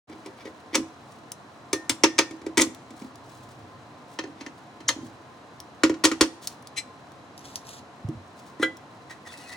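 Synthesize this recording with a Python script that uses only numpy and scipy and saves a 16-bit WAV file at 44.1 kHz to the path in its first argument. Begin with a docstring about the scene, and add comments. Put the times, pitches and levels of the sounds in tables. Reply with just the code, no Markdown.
"""Pliers work the clips and pins out of the two hinges of a cast metal barbecue lid, close by.
The steel jaws skid, slip and crack on a hinge bracket, which rings and knocks the hollow lid.
A pin rasps out of its hole, and gloves tick and rustle. Then a hand thumps onto the handle
and the lid is lifted off, clanging on its base and dragging over it with faint squeaks.
Behind it all is the low rush of a quiet room."""
import sys
import numpy as np
from scipy import signal
from scipy.fft import rfft, irfft, next_fast_len
from scipy.io import wavfile

SR = 44100
rng = np.random.default_rng(int(sys.argv[2]) if len(sys.argv) > 2 else 0)


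def inscribe(sig):
    """Save sig as 16-bit PCM at rate SR to the path in sys.argv[1].

    A 1-D sig is mono; a 2-D sig holds one channel per row.
    Samples are clipped to [-1, 1] before scaling.
    """
    pcm = np.round(np.clip(np.atleast_2d(sig).T, -1, 1) * 32767)
    wavfile.write(sys.argv[1], SR, pcm.astype(np.int16))


N = 421596
TIME = np.arange(N) / SR
AGE = np.arange(2 ** 14) / SR   # seconds since a contact
BLOW_S = .01   # every blow is scaled to the energy of a sound this long

# A mode is one tone an object rings at; t60 is the time it takes to fade by 60 dB.
# Levels in a table are relative: they set its rows against each other.
# The jaws slip and hit a hinge; the point of contact favours one pitch, the "bite":
# start_s, crack_db, hardness (0 to 1), bite_hz, knock_db, knock_pitch_hz
BLOWS = [(0.7453, -32, 0, 1210, -32, 320), (0.7479, -31.5, .05, 3450, -39, 320),
         (0.753, -22, 0.77, 5650, -24, 315), (1.73, -25.5, 0.82, 6140, -21, 375),
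         (1.8949, -21.5, 0.79, 8850, -27, 277), (2.036, -17, 0.54, 5670, -12, 346),
         (2.0405, -19, 0.07, 5350, -33, 330), (2.182, -25.5, 0.07, 6000, -39, 327),
         (2.188, -16.5, 0.48, 2430, -19, 349), (2.464, -46.5, 0.7, 1070, -25, 352),
         (2.5725, -25.5, 0.75, 1130, -18, 307), (2.5777, -21.5, 0.81, 2020, -15, 304),
         (2.589, -27, 0.6, 1130, -22.5, 323), (2.597, -26, 0.4, 2140, -24.5, 327),
         (2.606, -31, 1, 1900, -23, 292), (2.612, -26, 0.8, 6100, -25.5, 313),
         (2.6174, -21.5, 0.9, 6450, -23, 295.7), (4.1884, -34, 0.24, 4500, -31.5, 330),
         (4.238, -49, 0.27, 4540, -33, 362), (4.409, -46.5, 0.43, 4260, -39.5, 278),
         (4.463, -44, 0.34, 2020, -36.5, 283), (4.805, -53.5, 0.44, 4540, -44, 280),
         (4.882, -32, 0.74, 6100, -55, 320), (4.8888, -19.5, 0.53, 1920, -35.5, 304),
         (5.8348, -20.5, 0.47, 2140, -12, 317), (5.8957, -37.5, 0.43, 950, -16.5, 337),
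         (5.941, -49.5, .04, 4300, -49, 330), (6.0379, -28.5, 0.34, 1120, -26, 313),
         (6.0407, -19, 0.72, 4280, -19, 323), (6.051, -15.5, 0.63, 6200, -19.5, 345),
         (6.115, -31.5, 0.43, 1280, -22.5, 306), (6.2096, -15.5, 0.68, 4550, -13, 336)]
# Modes of the far hinge, then the near one with and without its clip: pitch_hz, width_hz, level_db
FAR_HINGE = [(931, 32, -5), (1940, 50, -2), (2185, 48, -1), (2330, 84, -1), (3170, 80, -8), (3500, 51, -3),
             (4660, 59, -7), (4930, 80, -8), (5190, 83, -5), (5430, 48, -5), (5910, 260, -3),
             (6430, 38, -5), (6720, 150, -5), (7490, 76, -7), (7790, 120, -9), (8450, 65, -9),
             (8830, 95, -11), (9520, 49, -14)]
NEAR_HINGE_CLIPPED = [(937, 33, -11), (1810, 30, -6), (2050, 90, -6), (2650, 54, -7), (3170, 30, -1),
                      (4200, 25, -4), (4610, 49, -11), (5020, 180, -7), (5840, 29, -8), (6330, 28, -7),
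                      (6480, 27, -8), (7910, 36, -14), (8460, 83, -16)]
NEAR_HINGE_BARE = [(1150, 240, -4), (1410, 28, -3), (1897, 42, -2), (2310, 79, -7), (2910, 41, -2),
                   (3290, 34, -4), (3920, 73, -8), (4370, 78, -1), (5320, 35, -6), (5520, 30, -6),
                   (6000, 48, -1), (6260, 51, -9), (6730, 23, -10), (6980, 55, -4), (7260, 43, -4),
                   (7690, 100, -9), (8730, 41, -12), (9450, 32, -15)]
# The low, middle and high parts of a steel hit: frequency_hz, gain_db
CLANG_TONE = [(60, -66), (300, -30.5), (520, 5.5), (740, -12.5), (1000, 1.5), (1650, -5), (2250, -6),
              (2700, -1.5), (3600, -38)]
CRACK_TONE = [(1800, -27), (2900, 7.5), (4000, 7), (6000, 6), (7000, 0.5), (9000, -34)]
SIZZLE_TONE = [(5000, -33.5), (7200, 7), (9000, 3.5), (11200, 1), (12500, 2), (15000, -4), (17000, -24)]
# Modes of the hollow lid, the pliers and the lid's rim: pitch_hz, level_db, t60_s
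LID_MODES = [(258, -3.5, 0.28), (289.7, -8, 0.24), (324, 0, 0.21), (349.3, -7.5, 0.05), (385, -0.5, 0.09),
             (440, -7.5, 0.17), (523, -3, 0.24)]
PLIER_MODES = [(1825, 0, 0.42), (2326, -8, 0.14), (3354, -6, 0.15), (4210, -4, 0.12), (5168, -14, 0.22),
               (5884, -5, 0.13)]
RIM_MODES = [(324, -4.5, .17), (520, -12, .2), (1412, 0, .085), (1604, -1, .11), (2005, -4, .19),
             (2310, -12, .1), (2850, -15, .07), (3140, -7, .08), (3311, -6, .085), (3424, -7, .06),
             (4060, -13, .09), (5012, -21, .07), (6788, -22, .08), (7127, -22, .08)]
# Blows that set the pliers ringing: start_s, level_db
PLIER_STRIKES = [(1.7315, -32.7), (2.037, -32.7), (2.189, -33.2)]
# Hand and pliers nudge the lid: start_s, knock_db, pitch_hz, click_db
NUDGES = [(0.097, -39.5, 310, -60.5), (0.131, -43, 350, -79), (0.26, -36.5, 387, -49),
          (0.454, -35.5, 413, -57), (0.731, -33, 320, -62), (0.78, -24, 272, -55), (2.309, -34.5, 320, -51),
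          (2.416, -40, 343, -58), (2.669, -31.5, 287, -69), (2.906, -41.5, 246, -54),
          (3.019, -34.5, 218, -57), (4.272, -37.5, 303, -65), (4.962, -34, 284, -65),
          (5.029, -34, 258, -77.5), (8.598, -25.5, 300, -54)]
# The jaws skid before they grip or slip: middle_s, length_s, level_db
SKIDS = [(.128, 0.021, -51), (.268, 0.03, -51.5), (.405, 0.046, -51), (.465, 0.026, -45.5),
         (.742, 0.02, -39), (4.415, 0.057, -53)]
# Tight steel screeches, the dragged rim squeaks: middle_s, length_s, level_db, pitch_hz, glide_hz_per_s
SCREECHES = [(0.473, 0.011, -43.5, 1920, 0), (2.597, 0.0078, -18, 2185, -4), (2.624, 0.0092, -24, 3500, 3),
             (4.8852, 0.0058, -14.5, 6550, 140000)]
SQUEAKS = [(9.111, .009, -39.5, 1850, 0), (9.269, .018, -42.5, 1930, -4000), (9.298, .028, -48, 3520, 0),
           (9.303, .018, -50, 1900, 0), (9.336, .034, -47, 2650, 0), (9.385, .07, -54, 2610, -500),
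           (9.42, .03, -52, 1950, 0), (9.435, .045, -54, 2850, 0), (9.47, .045, -51, 2550, 0),
           (9.48, .07, -54, 4240, 0), (9.507, .036, -42.5, 1985, 2000), (9.526, .012, -46, 4500, 0),
           (9.535, .03, -47.5, 2640, 0), (9.548, .028, -44.5, 2010, 0)]
# Small dry ticks: start_s, level_db, treble_db
TICKS = [(1.1204, -41, -8), (1.3187, -17.5, 28), (2.7477, -30.5, -7), (3.1568, -34, -31), (5.602, -24, 14),
         (6.4728, -10.5, -8), (6.4795, -26, -19), (6.625, -39, -5), (6.6722, -27, 12), (7.119, -41, -11),
         (7.378, -26.5, -3), (7.392, -32, -5), (7.407, -40, -11), (7.5568, -11.5, -5), (7.669, -29, -10),
         (7.6912, -24, -3), (8.088, -35.5, -16), (8.77, -32.5, -39)]
# Tone of a skid, a tick and the rubbing pin: frequency_hz, gain_db
SKID_TONE = [(400, -14), (1200, -2), (2500, -2.5), (5000, -8), (8000, -29), (12000, -10), (16000, -36)]
TICK_TONE = [(300, -18), (1500, -12), (3300, 2.5), (6000, 6.5), (9000, -2), (11000, 5), (13000, 4),
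             (16000, -3)]
PIN_TONE = [(1200, -28), (2000, 3.5), (2800, 0), (4000, -18), (6000, -2), (9000, -16), (11200, -17),
            (12500, -35)]
# Modes of the sliding pin and the grazing rim: pitch_hz, width_hz, level_db
PIN_PEAKS = [(2185, 53, -12), (2350, 50, -5), (2650, 30, -22), (4090, 52, 2), (5030, 57, -5),
             (5600, 38, -5), (6160, 110, -12), (7700, 35, -4), (8166, 56, -18), (8750, 140, -2),
             (10860, 62, -14)]
GRAZE_PEAKS = [(1930, 170, 0), (2630, 39, -5), (2850, 21, -14), (3140, 29, -14), (3510, 32, -9),
               (3890, 67, -9), (4230, 45, -9), (4860, 38, -14), (5440, 100, -12), (5680, 50, -12),
               (6490, 250, -17), (7740, 51, -17)]
# The rim touches the base: start_s, level_db
RIM_TOUCHES = [(8.625, -22.5), (9.109, -32.5), (9.123, -44), (9.271, -35.5), (9.522, -39)]
# The dragged rim catches on grit: middle_s, length_s, level_db
DRAG_CATCHES = [(9.336, 0.031, -48), (9.413, 0.022, -49.5), (9.492, 0.045, -47.5), (9.525, .018, -47.5)]
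# Tone of the rim rubbing, the rim hitting hard and the grit under it: frequency_hz, gain_db
RIM_RUB_TONE = [(60, -33), (400, -3), (1200, -0.5), (2000, -5.5), (3500, -7), (6000, -7), (10000, -9.5),
                (16000, -17)]
RIM_CLASH_TONE = [(150, -9), (450, 12), (900, 2), (2700, -1), (3400, -17), (4500, -16), (11000, -15),
                  (16000, -22)]
GRIT_TONE = [(500, -20), (2000, -32), (3800, 3), (7000, -3), (10000, -4), (13000, -4), (15000, -14)]
# The base thumps on the table, then the hand on the handle: start_s, level_db, pitch_hz, t60_s
THUMPS = [(1.914, -37, 115, .06), (5.84, -27, 123, 0.039), (6.212, -27, 60.2, 0.048),
          (8.042, -32.5, 163, 0.047), (8.045, -26, 105.2, 0.088), (8.085, -25.5, 142, 0.097),
          (8.091, -27, 325, .065), (8.108, -42.5, 233, .25), (8.15, -36, 125, 0.07),
          (8.165, -41.5, 95, 0.23)]
# Strokes of gloves and sleeves, and sweeps of the arm: middle_s, length_s, level_db
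GLOVE_STROKES = [(0.3, 1, -68), (1.13, 0.17, -64), (3.01, 0.11, -54.5), (3.32, 0.07, -54.5),
                 (3.46, 0.23, -60.5), (4.13, 0.056, -58.5), (4.6, 0.066, -65), (5.06, 0.056, -56.5),
                 (6.44, 0.029, -43.5), (6.50, 0.097, -51), (7.455, 0.025, -45), (7.52, 0.14, -48.5),
                 (7.72, 0.11, -45), (8.39, 0.037, -55), (8.48, 0.081, -59)]
ARM_SWEEPS = [(3.58, 0.53, -51.5), (5.0, 0.32, -49.5)]
# Tone of the gloves, the arm, the room's echo and the room's air: frequency_hz, gain_db
GLOVE_TONE = [(500, -4.5), (2000, -12), (3500, -4.5), (7000, -6), (10000, -10), (13000, -10),
              (15000, -12.5)]
ARM_TONE = [(25, -36), (60, -9), (130, 10), (180, -14), (400, -10), (2000, -44)]
ECHO_TONE = [(60, -18), (300, 4), (520, -4.5), (900, -5), (2000, -2.5), (7000, -3), (11000, -5.5),
             (13000, -29), (16000, -6.5)]
AIR_TONE = [(15, -92), (25, -55), (84, -5), (137, 0), (157, -5.5), (285, -1), (394, -6.5), (463, -6.5),
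            (1020, -6), (1520, -13.5), (1700, -14.5), (2160, -20.5), (6210, -29.5), (12200, -44.5),
            (16000, -76)]
# Faint steady hums in the air: pitch_hz, width_hz, level_db
AIR_HUMS = [(1038, 1.1, 7), (713, 24.5, -6.5), (4030, 75, -3.5)]
# How much the air differs between left and right: frequency_hz, side_minus_mid_db
AIR_WIDTH = [(60, -14.5), (110, -10), (200, -16), (380, -11.5), (700, -8), (1290, -5), (2380, 1),
             (4400, -3.5), (8120, -5), (15000, 2.5)]
# Timing between the microphone's two openings (ports): frequency_hz, left_lead_radians
PORT_PHASE = [(0, 0), (1800, .4), (2250, .8), (2550, 1.4), (2780, 5.2), (3100, 6.1), (4300, 6.9),
              (4900, 7.4), (5900, 6.6), (7500, 7.3), (8800, 5.5), (9900, 5.5), (11900, 3.3), (13200, 3),
              (14500, 2), (16600, .2)]
# Balance between the two ports: frequency_hz, left_minus_right_db
PORT_BALANCE = [(60, 1.5), (110, -2.5), (200, -1), (380, -1.7), (700, 3), (1290, 0.5), (2380, 1), (4400, 4),
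                (8120, 2), (15000, 1)]


def hinge_blows():
    """The jaws crack on the hinge bracket; the heavy lid behind it knocks a moment later."""
    out, tones = np.zeros(N), steel_tones()
    knock_lag_s = .00183
    for s, crack_db, hardness, bite_hz, knock_db, pitch_hz in BLOWS:
        hit = bracket_hit(s, crack_db, hardness, knock_db, tones)
        add(out, s, bite(hit, bite_hz))
        knock = lid_knock(pitch_hz, reach_octaves=.36, push_db=11.5, push_t60=.061,
                          lowest_hz=250.7, thud_db=-23.5)
        add(out, s + knock_lag_s, from_db(knock_db) * knock)
    return out


def steel_tones():
    """Filters for the three parts of a steel hit: low clang, middle crack and high sizzle."""
    return colour(CLANG_TONE), colour(CRACK_TONE), colour(SIZZLE_TONE)


def bracket_hit(s, crack_db, hardness, knock_db, tones):
    """Steel hits a bracket: the harder the contact, the more sizzle and the less clang."""
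    clang_tone, crack_tone, sizzle_tone = tones
    # a stronger knock on the lid also brings more clang
    clang_db = crack_db + np.interp(hardness, [0, 1], [7, -3.5]) + .26 * (knock_db - crack_db)
    sizzle_db = crack_db + np.interp(hardness, [0, 1], [-20.5, 2.5])
    near_hinge_s, clip_out_s = 3.6, 5.3
    hinge = FAR_HINGE if s < near_hinge_s else NEAR_HINGE_CLIPPED if s < clip_out_s else NEAR_HINGE_BARE
    low_ring, high_ring = bracket_ring(hinge, 0, 2800), bracket_ring(hinge, 2800, SR / 2)
    clang = burst(clang_tone, t60=.017, tail_db=-9, tail_t60=.11)
    crack = burst(crack_tone, t60=.027, tail_db=-16, tail_t60=.13)
    sizzle = burst(sizzle_tone, t60=.022, tail_db=-24, tail_t60=.16)
    low = from_db(clang_db - 3.5) * (clang + low_ring)
    middle = from_db(crack_db) * (from_db(-2) * crack + from_db(-3) * high_ring)
    return low + middle + from_db(sizzle_db) * sizzle


def bracket_ring(peaks, low_hz, high_hz):
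    """The bracket's modes in one range; narrow ones ring longer, until the jaws damp them."""
    modes = [(hz, db + 10 * np.log10(width), ring_time(width, longest_s=.11))
             for hz, width, db in peaks if low_hz <= hz < high_hz]
    return unit_blow(sum(rng.choice([-1, 1]) * ringing([mode], scatter_db=2) for mode in modes))


def bite(hit, hz, lift_db=5.5, release_t60=.07):
    """While the jaws touch, they lift one pitch of the hinge; the energy stays the same."""
    favoured = signal.lfilter(*signal.iirpeak(hz, Q=6, fs=SR), hit)
    lifted = hit + (from_db(lift_db) - 1) * fade(release_t60) * favoured
    return lifted * np.std(hit) / np.std(lifted)


def lid_knock(pitch_hz, reach_octaves, push_db, push_t60, lowest_hz, thud_db):
    """A blow wakes the lid's modes near one pitch, and the mount gives way with a short push."""
    modes = [(hz, db - 10 * np.log10(1 + (np.log2(hz / pitch_hz) / reach_octaves) ** 4), t60)
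             for hz, db, t60 in LID_MODES]
    push = from_db(push_db) * fade(push_t60) * np.sin(2 * np.pi * pitch_hz * AGE)
    knock = (ringing(modes, scatter_db=2) + push) * rise(.001)
    # the shell gives off little below its first mode; a weak thud comes through the table
    shell = filtered(knock, "high", lowest_hz, order=5)
    thud = filtered(crash(t60=.0463, tail_db=-8.5, tail_t60=.15), "band", [65, 170])
    return unit_blow(shell) + from_db(thud_db) * unit_blow(thud)


def nudges(rebound_s=.024, rebound_db=-5):
    """A soft push rocks the lid: a dull knock with a faint click, then a weaker knock back."""
    out, tones = np.zeros(N), steel_tones()
    for s, db, pitch_hz, click_db in NUDGES:
        add(out, s, bracket_hit(s, click_db, hardness=.71, knock_db=db, tones=tones))
        for delay, loss_db in ((0, 0), (rebound_s * rng.uniform(.89, 1.184), rebound_db)):
            knock = lid_knock(pitch_hz, reach_octaves=.29, push_db=4.5, push_t60=.084,
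                              lowest_hz=200, thud_db=-20.5)
            add(out, s + delay, from_db(db + loss_db) * knock)
    return out


def skids():
    """Steel skids on steel in tiny slips that set the bracket ringing; a tight pull screeches."""
    bracket = colour(SKID_TONE, FAR_HINGE, peak_db=14)
    scrape = rms_one(through(slips(per_s=780, spread_db=.5), bracket))
    return swells(SKIDS) * scrape + squeals(SCREECHES, unsteady=.045, flutter_hz=900)


def plier_ring():
    """The steel jaws ring on after slipping off."""
    out = np.zeros(N)
    for s, db in PLIER_STRIKES:
        add(out, s, from_db(db) * unit_blow(ringing(PLIER_MODES, scatter_db=1)))
    return out


def ticks():
    """Tiny snaps that are too light to move the lid."""
    out, body, top = np.zeros(N), colour(TICK_TONE), colour(SIZZLE_TONE)
    for s, db, treble_db in TICKS:
        tone = unit_blow(body) + from_db(treble_db - 28) * unit_blow(top)
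        add(out, s, from_db(db - 17) * burst(tone, t60=.0036, tail_db=-18, tail_t60=.017))
    return out


def pin_slide(start_s=6.76, attack_s=.019, hold_s=.007, t60=.074, slips_per_s=5000):
    """The pin rasps through its hole in one pull and rings, damped by the fingers that hold it."""
    age = TIME - start_s
    release = np.exp(-np.log(1000) * np.clip((age - attack_s - hold_s) / t60, 0, 2))
    pull = from_db(-31) * ramp(start_s, attack_s) * release
    rasp = slips(slips_per_s, spread_db=2.5) * pull / np.sqrt(slips_per_s / SR)
    modes = [(hz, db, ring_time(width, longest_s=.045)) for hz, width, db in PIN_PEAKS]
    ring = from_db(-3) * unit_blow(ringing(modes, scatter_db=.5))
    rub = from_db(-4) * unit_blow(colour(PIN_TONE))
    return through(rasp, ring + rub) / np.sqrt(BLOW_S * SR)


def lid_rim(clang_s=8.627, drag_s=9.245, drag_grows_db_per_s=1):
    """The lifted lid clangs on its base, scuffs at each touch and is then dragged in uneven spurts."""
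    hits, rub = np.zeros(N), colour(RIM_RUB_TONE, GRAZE_PEAKS, peak_db=20)
    drag = ramp(drag_s, length_s=.025) * from_db(-57 + drag_grows_db_per_s * (TIME - drag_s))
    catches = swells(DRAG_CATCHES)
    graze_level = drag + from_db(-8) * catches
    scuff_db, scuff_rise_s, scuff_fall_s = -9.5, .01, .0058
    for s, db in RIM_TOUCHES:
        add(hits, s, from_db(db - 9) * burst(rub, t60=.029, tail_db=-9, tail_t60=.14))
        from_touch = np.maximum((s - TIME) / scuff_rise_s, (TIME - s) / scuff_fall_s)
        graze_level += from_db(db + scuff_db) * np.exp(-np.minimum(from_touch, 20))
    # only the first, hard touch sets the whole lid ringing
    clang = unit_blow(ringing(RIM_MODES, scatter_db=.5) * rise(.003))
    clash = burst(colour(RIM_CLASH_TONE), t60=.035, tail_db=-10, tail_t60=.1)
    add(hits, clang_s, from_db(-16) * clang + from_db(-23.5) * clash)
    graze = rubbing(rub, per_s=600, spread_db=3, flicker_db=3.5, flicker_hz=45)
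    grit = rubbing(colour(GRIT_TONE), per_s=1200, spread_db=2.5, flicker_db=3, flicker_hz=25)
    grit_level = np.hypot(from_db(2) * drag, catches)
    return hits + graze_level * graze + grit_level * grit


def squeals(rows, unsteady, flutter_hz):
    """Metal sticks and slips in step with one mode for a moment, giving a wavering squeak."""
    waver = 1 + unsteady * wander(flutter_hz)
    out = np.zeros(N)
    for s, length, db, pitch_hz, glide in rows:
        near = np.abs(TIME - s) < 2 * length
        since = TIME[near] - s
        phase = 2 * np.pi * np.cumsum((pitch_hz + glide * since) * waver[near]) / SR
        out[near] += from_db(db) * .5 ** ((2 * since / length) ** 2) * np.sin(phase)
    return out


def thumps():
    """The jolted base and a gloved hand land softly: dull thumps that die quickly."""
    out = np.zeros(N)
    for s, db, hz, t60 in THUMPS:
        add(out, s, from_db(db + 6.5) * np.sin(2 * np.pi * hz * AGE) * fade(t60) * rise(.0021))
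    return filtered(out, "high", 60)


def gloves(rest_db=-71):
    """Rubber and cloth crinkle with each stroke, never quite still; the moving arm rumbles faintly."""
    crinkle = rubbing(colour(GLOVE_TONE), per_s=4300, spread_db=2.5, flicker_db=3, flicker_hz=40)
    rumble = rms_one(through(rng.standard_normal(N), colour(ARM_TONE)))
    return np.hypot(swells(GLOVE_STROKES), from_db(rest_db)) * crinkle + swells(ARM_SWEEPS) * rumble


def room_echo(x, early_db, early_t60, late_db, late_t60):
    """Sound bounces quickly off the table and the base, then leaves a faint tail in the room."""
    shape = from_db(early_db) * unit_blow(fade(early_t60)) + from_db(late_db) * unit_blow(fade(late_t60))
    shape = np.pad(shape, (round(.003 * SR), 0)) / np.sqrt(BLOW_S * SR)   # starts 3 ms late
    sent = through(x, colour(ECHO_TONE))
    mid, side = [through(sent, white * shape) for white in rng.standard_normal((2, len(shape)))]
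    # long waves reach both ports alike
    return mid + filtered(side, "high", 1100, order=1) * [[1], [-1]]


def room_air():
    """The steady low rush of the room, with a faint hum in it."""
    tone = colour(AIR_TONE, AIR_HUMS, peak_db=11.5)
    mid, side = [rms_one(through(white, tone)) for white in rng.standard_normal((2, N))]
    return from_db(-48) * (mid + through(side, colour(AIR_WIDTH)) * [[1], [-1]])


def ports(x):
    """The two microphone ports hear a near source with different timing and level."""
    size = next_fast_len(N + len(AGE))
    hz, spectrum = np.fft.rfftfreq(size, 1 / SR), rfft(x, size)
    tilt = from_db(at_hz(PORT_BALANCE, hz) / 2)
    turn = np.exp(-1j * np.interp(hz, *np.transpose(PORT_PHASE)))
    return irfft([spectrum * tilt, spectrum * turn / tilt], size)[:, :N]


def from_left(x, lag_s=.000281):
    """A source off to the left is a little duller and reaches the right port late."""
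    dull = filtered(x, "low", 10300)
    return np.array([dull, np.interp(TIME - lag_s, TIME, dull)])


def ringing(modes, scatter_db):
    """A struck object rings as fading sine waves, each with a slightly random strength."""
    out = np.zeros(len(AGE))
    for hz, db, t60 in modes:
        age = AGE[:int(t60 * SR) + 1]
        strength = from_db(db + scatter_db * rng.standard_normal())
        out[:len(age)] += strength * np.exp(-np.log(1000) * age / t60) * np.sin(2 * np.pi * hz * age)
    return out


def ring_time(width_hz, longest_s):
    """The t60 of a mode: the narrower it is, the longer it rings, up to a limit."""
    return min(np.log(1000) / np.pi / width_hz, longest_s)


def crash(t60, tail_db, tail_t60):
    """Countless close modes of cast metal blur into noise: a quick crack and a weaker, longer tail."""
    decay = np.hypot(fade(t60), from_db(tail_db) * fade(tail_t60))
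    return rng.standard_normal(len(AGE)) * rise(.0012) * decay


def burst(tone, t60, tail_db, tail_t60):
    """A crash with a given tone, scaled to one standard blow."""
    return unit_blow(through(crash(t60, tail_db, tail_t60), tone))


def slips(per_s, spread_db):
    """Friction as tiny random slips of uneven size."""
    sizes = from_db(spread_db * np.minimum(rng.exponential(1, N), 4)) * rng.choice([-1, 1], N)
    return sizes * (rng.random(N) < per_s / SR)


def rubbing(tone, per_s, spread_db, flicker_db, flicker_hz):
    """Rubbing catches and lets go, so its stream of slips flickers in level."""
    flicker = from_db(flicker_db * wander(flicker_hz))
    return rms_one(through(flicker * slips(per_s, spread_db), tone))


def wander(rate_hz):
    """A smooth random wobble with a typical size of 1."""
    return rms_one(filtered(rng.standard_normal(N), "low", rate_hz))


def swells(rows):
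    """A smooth rise and fall for each row; its length is the width at half height."""
    powers = (from_db(db) ** 2 * .5 ** np.minimum(2 * (2 * (TIME - s) / length) ** 2, 60)
              for s, length, db in rows)
    return np.sqrt(sum(powers))


def colour(tone, peaks=(), peak_db=0):
    """A filter's answer to one click, made from a smooth tone curve with ringing peaks on it."""
    hz = np.fft.rfftfreq(len(AGE), 1 / SR)
    bumps = sum(from_db(db + peak_db) ** 2 / (1 + (2 * (hz - f) / width) ** 2) for f, width, db in peaks)
    cepstrum = irfft(np.log(from_db(at_hz(tone, hz)) * np.sqrt(1 + bumps)))
    # minimum phase: nothing sounds before the click
    cepstrum[1:] *= 2
    cepstrum[len(AGE) // 2:] = 0
    return irfft(np.exp(rfft(cepstrum)))


def at_hz(points, hz):
    """Read a curve between its points, on a log frequency scale."""
    knots, values = np.transpose(points)
    return np.interp(np.log(hz + 1), np.log(knots + 1), values)


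def unit_blow(x):
    """Scale to a standard blow: the energy of BLOW_S seconds at an average (rms) level of 1."""
    return x / np.sqrt(np.sum(x ** 2) / (BLOW_S * SR) + 1e-20)


def rms_one(x):
    return x / np.sqrt(np.mean(x ** 2) + 1e-20)


def from_db(db):
    return 10 ** (np.asarray(db) / 20)


def rise(time_s):
    return 1 - np.exp(-AGE / time_s)


def fade(t60):
    return np.exp(-np.log(1000) * AGE / t60)


def ramp(start_s, length_s):
    return np.clip((TIME - start_s) / length_s, 0, 1)


def filtered(x, passes, hz, order=2):
    return signal.sosfilt(signal.butter(order, hz, passes, fs=SR, output="sos"), x)


def through(x, response):
    return signal.oaconvolve(x, response)[:len(x)]


def add(track, s, sound):
    start = round(s * SR)
    track[start:start + len(sound)] += sound[:N - start]


def scene():
    """All the work on the lid, heard through the two ports, with the room around it."""
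    pin, snaps = pin_slide(), ticks()
    work = hinge_blows() + nudges() + skids() + plier_ring()
    work += lid_rim() + squeals(SQUEAKS, unsteady=.017, flutter_hz=300) + thumps() + gloves()
    aside = (TIME > 7.2) & (TIME < 7.95)   # the hand works off to the left
    direct = ports((work + snaps) * ~aside) + from_left((work + snaps) * aside)
    direct += ports(pin) * from_db([[1.3], [-1.3]])   # the pin is a little louder on the left
    sent = work + pin + from_db(-2) * snaps   # the ticks are so close that they bring less echo
    echo = room_echo(sent, early_db=-9, early_t60=.079, late_db=-19, late_t60=.4)
    return direct + echo + room_air()


def record(dry, top_hz=16400):
    """The sound fades in after a moment, peaks are rounded, and the deepest bass and the top are cut."""
    opened = dry * ramp(start_s=.072, length_s=.025)
    rounded = 1.1 * np.tanh(opened / 1.1)
    lean = filtered(rounded, "high", 42)
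    return signal.sosfilt(signal.ellip(10, .2, 80, top_hz, fs=SR, output="sos"), lean)


dry = scene()
out = record(dry)
inscribe(out)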